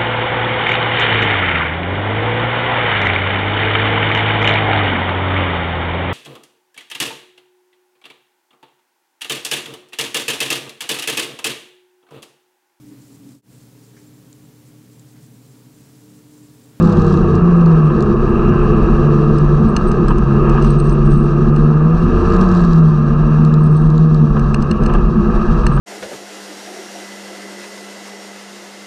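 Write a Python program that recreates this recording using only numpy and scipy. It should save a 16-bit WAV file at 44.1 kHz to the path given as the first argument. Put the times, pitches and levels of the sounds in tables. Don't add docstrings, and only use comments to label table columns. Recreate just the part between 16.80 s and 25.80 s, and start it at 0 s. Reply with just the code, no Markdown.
import sys
import numpy as np
from scipy import signal
from scipy.fft import rfft, irfft
from scipy.io import wavfile
from scipy.ndimage import uniform_filter1d, minimum_filter1d

SR = 44100
rng = np.random.default_rng(int(sys.argv[2]) if len(sys.argv) > 2 else 0)


def wrap_up_sound(samples):
    columns = np.atleast_2d(samples).T
    tamed = np.clip(columns, -1, 1)
    steps = np.round(tamed * 32767).astype(np.int16)
    wavfile.write(sys.argv[1], SR, steps)


N = 396900
T = np.arange(N) / SR
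BOOM_DB = -19.5


def undb(db):
    return 10 ** (np.asarray(db) / 20)


def unit(x):
    return x / np.sqrt(np.mean(x ** 2))


def even(x, seconds):
    return x / np.sqrt(uniform_filter1d(x ** 2, int(seconds * SR)) + 1e-9)


def curves(table):
    times, *columns = np.transpose(table)
    return [np.interp(T, times, column) for column in columns]


def gate(start, stop, attack_s, release_s):
    return np.clip(1 + np.minimum((T - start) / attack_s, (stop - T) / release_s), 0, 1)


def swells(rows, bed_db):
    power = sum((undb(db) * np.cos(np.pi * np.clip((T - middle) / length, -.5, .5))) ** 2
                for middle, length, db in rows)
    return 10 * np.log10(undb(bed_db) ** 2 + power)


def drift(rate_hz):
    hz = np.arange(N // 2 + 1) * SR / N
    return unit(irfft(rfft(rng.standard_normal(N)) / (1 + (hz / rate_hz) ** 4), N))


def tone(turns, db, wobble_rad, flutter_db):
    gain = np.sqrt(2) * undb(db + flutter_db * drift(19))
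    return gain * np.sin(2 * np.pi * turns + wobble_rad * drift(13))


def bursts(turns, decay_turns, scatter_db):
    noise = rng.standard_normal(N)
    strength = undb(scatter_db * rng.standard_normal(4096))
    return unit(noise * strength[turns.astype(int) % len(strength)] * np.exp(-(turns % 1) / decay_turns))


def knocks(turns, scatter_db):
    return unit(np.diff(np.floor(turns), prepend=0) * undb(scatter_db * rng.standard_normal(N)))


def peaks(modes):
    hz = np.geomspace(100, SR / 2, num=1500)
    power = sum(undb(db) ** 2 / (1 + ((hz - centre) / width) ** 2) ** 2 for centre, width, db in modes)
    return np.transpose([hz, 10 * np.log10(power)])


def response(spectrum, size=8192):
    hz, db = np.transpose(spectrum)
    bins = np.maximum(np.arange(size // 2 + 1) * SR / size, 1)
    octaves_outside = np.abs(np.log2(bins / np.clip(bins, hz[0], hz[-1])))
    gain_db = np.interp(np.log(bins), np.log(hz), db) - 40 * np.minimum(octaves_outside, 2)
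    cepstrum = irfft(np.log(undb(gain_db)))
    cepstrum[1:size // 2] *= 2
    cepstrum[size // 2 + 1:] = 0
    return irfft(np.exp(rfft(cepstrum)))


def ring(force, spectrum):
    return unit(signal.fftconvolve(force, response(spectrum))[:N])


def contacts(rows, body, contact_s):
    out, t = np.zeros(N + 4096), T[:4096]
    for onset, db in rows:
        force = rng.standard_normal(len(t)) * np.exp(-(t / contact_s) ** 2)
        hit = signal.fftconvolve(force, body)[:len(t)]
        start = int(np.clip(onset * SR, 0, N - 1))
        out[start:start + len(t)] += undb(db) * hit / np.sqrt(np.sum(hit ** 2) / (contact_s * SR))
    return out[:N]


def trail_rumble():
    # f/Hz, level/dB
    spectrum = [(8, -19.5), (18, -7.5), (27, -5.5), (33, 3.5), (44, -2.5), (56, -9.5), (66, -21.5),
                (90, -37), (130, -55.5)]
    # middle/s, length/s, level/dB
    bumps = [(.35, 0.67, -22), (1.55, 0.63, -16), (2.03, 0.7, -12.5), (2.68, 0.73, -16), (3.1, 0.4, -16.5),
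             (3.36, .35, -12), (3.8, 0.64, -12.5), (4.26, 0.62, -12.5), (4.72, .4, -14),
             (5.42, 0.89, -14.5), (5.85, 0.46, -18), (6.42, 0.39, -17), (7.09, 0.2, -17), (7.64, 0.56, -16),
             (8.18, 0.45, -10.5), (8.76, 0.93, -12.5)]
    return even(ring(rng.standard_normal(N), spectrum), .2) * undb(swells(bumps, bed_db=-22.5))


def snow_hiss():
    # f/Hz, width/Hz, level/dB
    bands = [(3246, 260, -1), (3783, 110, 2), (3964, 90, 1.5), (4230, 82, -2), (4355, 200, -4),
             (4670, 320, -4), (5220, 250, -6), (5730, 160, -1.5), (6030, 260, -6.5), (6560, 300, -10),
             (7500, 570, -16.5), (7950, 200, -17.5), (8450, 110, -10.5), (9000, 280, -20), (9800, 570, -28)]
    # middle/s, length/s, level/dB
    sprays = [(.2, 1.1, -50.5), (2.3, 1.6, -53.5), (3.83, 0.4, -47.5), (5.58, 1.2, -48), (8.75, 0.86, -51)]
    return ring(rng.standard_normal(N), peaks(bands)) * undb(swells(sprays, bed_db=-53) + 1.7 * drift(19))


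def snow_ticks(lug_hz):
    # t/s, level/dB
    grains = [(0.5538, -36.5), (0.8607, -36), (1.2066, -33), (1.2245, -35), (5.613, -35), (5.7157, -36),
              (5.9329, -32.5), (6.6497, -34.5), (6.7405, -33), (7.1028, -39), (7.1798, -33.5),
              (7.3456, -35)]
    # f/Hz, level/dB
    tick = [(1200, -25.5), (2800, -15), (4100, 2), (5000, -3.5), (6000, -10), (7500, -9.5), (8500, -16.5),
            (10000, -37), (13000, -50.5)]
    fling_above_hz, flings_per_s, fling_db = 151, 55, -39
    times = T[(rng.random(N) < flings_per_s / SR) & (lug_hz > fling_above_hz)]
    flung = list(zip(times, fling_db + rng.standard_normal(len(times))))
    return contacts(list(grains) + flung, response(tick), contact_s=.0015)


def mount_clacks():
    # f/Hz, level/dB, t60/s
    modes = [(1320, 2.5, 0.005), (1770, 2, 0.02), (2230, -4.5, 0.0038), (2800, 8.5, 0.017),
             (3500, -12.5, 0.0017), (4310, 2, 0.014), (5150, 3, 0.0082), (6200, 1, 0.0078),
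             (7380, -19, 0.0042), (8540, 1, 0.0045)]
    # f/Hz, gain/dB
    plastic = [(500, -0.5), (4000, -6), (7000, -1), (8500, -1.5), (9500, -9.5), (11000, -21),
               (14000, -12.5)]
    # t/s, level/dB
    clacks = [(2.5839, -33), (2.965, -18), (3.1157, -27), (3.2827, -30), (3.383, -33.5), (3.6955, -32),
              (3.8238, -31), (3.8457, -31), (4.094, -36), (4.7619, -31.5), (7.594, -35.5), (7.7438, -19.5),
              (7.823, -31.5), (7.9119, -22.5), (8.0348, -33.5), (8.0616, -27), (8.1372, -29.5),
              (8.8661, -17)]
    t = T[:4096]
    ringing = sum(undb(db) * np.sin(2 * np.pi * hz * t) * np.exp(-np.log(1000) * t / t60)
                  for hz, db, t60 in modes)
    crack = undb(22) * (t == 0)
    return contacts(clacks, signal.fftconvolve(ringing + crack, response(plastic)), contact_s=.0038)


def mount_buzz(crank):
    # f/Hz, width/Hz, level/dB
    modes = [(4230, 540, -15), (6100, 370, -20.5), (8490, 71, -2)]
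    # from/s, to/s, level/dB
    buzzes = [(2.88, 2.908, -54), (3.07, 3.1, -52), (3.28, 3.33, -58), (3.82, 3.927, -51.5),
              (3.98, 4.135, -52.5), (4.251, 4.468, -59), (6.8, 7.079, -62), (8.92, 8.974, -52)]
    chatter = ring(bursts(crank, .36, 3.8), peaks(modes))
    spells = sum(undb(db) * ((T > start) & (T < stop)) for start, stop, db in buzzes)
    fits = undb(4.5 * drift(35))
    tremble = undb(-78 + 6 * drift(8))
    return chatter * uniform_filter1d(spells * fits + tremble, size=400)


def chassis_jolts():
    # t/s, level/dB
    jolts = [(1.097, -23.5), (1.886, -34), (3.283, -23), (3.305, -18), (3.775, -22), (7.567, -22),
             (8.095, -21.5), (8.148, -18), (8.834, -27), (8.914, -22), (8.973, -20.5)]
    # f/Hz, level/dB
    spectrum = [(300, 0.5), (700, -2), (1230, 8), (1450, -6.5), (1650, 0), (2100, -28.5), (2700, -12.5),
                (4000, -36), (7000, -48)]
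    return contacts(jolts, response(spectrum), contact_s=.013)


def sagging_hum():
    from_s, to_s, fade_s = 1.1, 2.5, .27
    start_hz, floor_hz, settle_s = 122, 85.4, .69
    hz = floor_hz + (start_hz - floor_hz) * np.exp(-np.maximum(T - from_s, 0) / settle_s)
    fade = gate(from_s + fade_s, to_s - fade_s, fade_s, fade_s)
    return fade * tone(np.cumsum(hz) / SR, db=-28.5, wobble_rad=.17, flutter_db=4.7)


def clatter(crank, lugs):
    # t/s, clatter/dB, whirr/dB
    load = [(0, -25.5, -47), (1.05, -25.5, -45.5), (1.35, -26, -48), (1.63, -24, -40), (1.95, -24, -41.5),
            (2.83, -26.5, -49), (2.97, -24, -46.5), (3.3, -26.5, -46), (3.46, -27, -47.5),
            (3.7, -21.5, -39.5), (3.95, -27.5, -45.5), (5, -27, -49.5), (5.28, -26.5, -44.5),
            (5.57, -20.5, -42.5), (6.07, -28, -51), (6.54, -27, -46), (7.05, -29.5, -53), (7.45, -31, -52),
            (7.62, -27, -51), (7.95, -28, -46.5), (8.13, -24.5, -43.5), (8.32, -29, -50.5),
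            (8.58, -24, -44.5), (9, -27, -47.5)]
    # f/Hz, width/Hz, level/dB
    case_modes = [(601.4, 58, -7.5), (707, 63, -10.5), (774, 22, -12), (822, 47, -13.5), (931, 54, -9),
                  (1040, 29, -4.5), (1129, 32, -1.5), (1228.6, 56.6, 0), (1315, 40, -5.5), (1410, 74, -18),
                  (1563, 30, -10.5), (1642, 15, -11), (1692, 60, -14), (1770, 190, -26)]
    # f/Hz, width/Hz, level/dB
    whirr_modes = [(2050, 510, -19.5), (2530, 320, -9), (2592, 180, 0), (2756, 55, 3.5), (3020, 310, -20.5)]
    clatter_db, whirr_db = curves(load)
    case_force = bursts(2 * crank, 1.1, 1) + .5 * bursts(crank, .86, .93)
    case_force += .33 * knocks(crank, .83) + .24 * knocks(lugs, 1)
    case = even(ring(case_force, peaks(case_modes)), .056) * undb(clatter_db)
    lug_force = bursts(lugs, 1.8, .95) + .29 * knocks(lugs, .83)
    whirr = even(ring(lug_force, peaks(whirr_modes)), .13) * undb(whirr_db)
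    return case + whirr


def suspension(slack):
    # middle/s, level/dB
    booms = [(.03, -12.5), (1.7, -13), (2.05, -19.5), (2.5, -20), (2.85, -12), (3.22, -17), (3.62, -18),
             (4.38, -14.5), (4.6, -20.5), (5.32, -17.5), (6.64, -15), (6.88, -22), (7.46, -20), (8.36, -13),
             (8.72, -18)]
    return swells([(middle, .15, db) for middle, db in booms], bed_db=BOOM_DB + 2 * slack)


def track(lugs, hum_db, whine_db, boom_db):
    # f/Hz, level/dB
    chassis_body = [(50, -26.5), (72, -14.5), (95, -5.5), (115, -15), (135, -10.5), (165, 3), (195, -6),
                    (215, 2), (238, 1), (255, -20), (290, -15), (330, -34.5)]
    # f/Hz, level/dB
    panel_body = [(270, -31.5), (300, -28.5), (325, 4), (352, 9), (385, -0.5), (430, -4.5), (495, -7),
                  (530, -25), (640, -20.5), (760, -24.5), (1000, -45.5)]
    # t/s, level/dB
    slap = [(0, -19.5), (.5, -17.5), (.7, -20.5), (1.08, -23.5), (1.17, -16.5), (2.1, -18), (2.5, -18.5),
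            (2.98, -23.5), (3.15, -16), (3.48, -22.5), (3.6, -16), (3.95, -20), (4.6, -19), (5.12, -27),
            (5.4, -16.5), (6.15, -26.5), (7.7, -27.5), (8.12, -21), (8.3, -24.5), (8.43, -20), (9, -28)]
    slap_db, = curves(slap)
    hum = tone(lugs, hum_db, .077, 1.8)
    whine = tone(3 * lugs, whine_db - .3, .07, 3) + tone(5 * lugs, hum_db - 22.5, .097, 1.9)
    chassis = even(ring(bursts(lugs, .79, 3.6), chassis_body), .17) * undb(boom_db)
    panels = even(ring(bursts(lugs, .4, .84), panel_body), .12) * undb(slap_db)
    return hum + whine + chassis + panels


def throttle():
    # held from/s, to/s, firing tone/dB, overtones/dB
    squeezes = [(0, 0.017, -11.5, -37), (.3, .6, -15, -33), (.69, 1.033, -7, -29.5),
                (1.68, 1.916, -13.5, -32.5), (2.265, 2.735, -11.5, -32), (3.2, 3.3, -17.5, -34),
                (3.517, 3.553, -11, -32.5), (3.727, 4.598, -11.5, -36.5), (4.75, 5.116, -9, -28),
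                (5.6, 5.9, -9.5, -37), (5.98, 6.06, -6.5, -48), (6.15, 6.46, -10.5, -32),
                (6.55, 7.426, -8.3, -31), (7.68, 7.707, -11.5, -37.5), (8.15, 8.384, -18.5, -33.5),
                (8.96, 9, -11, -33)]
    coast_firing_db, coast_overtone_db = -23.5, -31.5
    starts, stops, firing_db, overtone_db = np.transpose(squeezes)
    opening = np.array([gate(a, b, attack_s=.25, release_s=.26) for a, b in zip(starts, stops)])
    firing_lift = np.max((firing_db - coast_firing_db)[:, None] * opening, axis=0)
    overtone_lift = (overtone_db - coast_overtone_db) @ opening / np.maximum(opening.sum(axis=0), 1)
    return coast_firing_db + firing_lift, coast_overtone_db + overtone_lift


def exhaust(crank, crank_hz, firing_db, overtone_db, slack, boom_db):
    # multiple of the crankshaft rate, level/dB relative to the sixth
    overtones = [(4, -1.5), (5, -10.5), (6, 0), (7, -3), (8, -2.5), (9, -2), (10, -10.5), (12, -5.5)]
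    # f/Hz, gain/dB
    pipe = [(280, -4.5), (350, 3.5), (400, -5.5), (450, -1.5), (510, -0.5), (550, -16), (600, -12.5),
            (720, -12), (800, -10.5), (900, -10.5), (1100, -4.5)]
    overrun_hz, overrun_span_hz = 81.8, 5.4
    chassis_hz, chassis_width_hz = 218, 15
    drone = tone(2 * crank, firing_db - 2.3 * slack, .05 + .29 * slack, .35 + 1.6 * slack)
    overrun = slack * np.clip((crank_hz - overrun_hz) / overrun_span_hz, 0, 1)
    thump = tone(crank, -34 + 8 * slack + 7 * overrun, .83, 1)
    detuning_db = 10 * np.log10(1 + ((3 * crank_hz - chassis_hz) / chassis_width_hz) ** 2)
    third = tone(3 * crank, -25.5 + 1.6 * (boom_db - BOOM_DB) - detuning_db, .39, 3.3)
    out = drone + thump + third
    for order, db in overtones:
        pipe_db = np.interp(order * crank_hz, *np.transpose(pipe))
        wobble_rad = np.clip(.09 * order - .25, .2, 1)
        out += tone(order * crank, overtone_db - 13 * overrun + db + pipe_db, wobble_rad, 2.7)
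    return out


def scene():
    # t/s, f/Hz
    engine_run = [(0, 101.1), (.45, 89.8), (.82, 84.5), (1.15, 72.8), (1.42, 67.8), (2, 72.2), (2.65, 73.6),
                  (3.28, 67), (3.78, 72.2), (4.5, 72.3), (5, 76.3), (5.2, 83.5), (5.63, 93.3), (5.89, 83.7),
                  (6.24, 73.8), (6.59, 77.1), (6.89, 76.1), (7.28, 78.7), (7.65, 71), (9, 68.8)]
    # t/s, lug rate/Hz, hum/dB, whine/dB
    track_run = [(0, 171, -15, -27), (.3, 154, -16, -26), (.55, 146, -16, -25), (.75, 143, -30, -33),
                 (1.4, 138, -27, -28), (2.25, 145, -28, -26), (2.7, 147, -28, -28), (3.1, 139, -30, -36),
                 (5.2, 145, -30, -38), (5.33, 148, -26, -26), (5.66, 154, -26, -25), (5.85, 151, -30, -39),
                 (7.4, 146, -34, -42), (8, 140, -34, -35), (9, 138, -34, -34)]
    crank_hz, = curves(engine_run)
    lug_hz, hum_db, whine_db = curves(track_run)
    crank, lugs = np.cumsum(crank_hz) / SR, np.cumsum(lug_hz) / SR
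    firing_db, overtone_db = throttle()
    slack = np.clip((-5.5 - firing_db) / 10, 0, 1)
    boom_db = suspension(slack)
    mix = exhaust(crank, crank_hz, firing_db, overtone_db, slack, boom_db)
    mix += track(lugs, hum_db, whine_db, boom_db) + clatter(crank, lugs)
    mix += trail_rumble() + snow_hiss() + chassis_jolts() + sagging_hum()
    mix += mount_buzz(crank) + mount_clacks() + snow_ticks(lug_hz)
    return mix[None]


def record(dry):
    ceiling, top_hz = .92, 12000
    gain = np.minimum(1, ceiling / (np.abs(dry) + 1e-9))
    gain = uniform_filter1d(minimum_filter1d(gain, size=500), size=500)
    gain = uniform_filter1d(gain, size=200)
    return signal.sosfilt(signal.ellip(8, .2, 70, top_hz, fs=SR, output="sos"), dry * gain)


dry = scene()
out = record(dry)
wrap_up_sound(out)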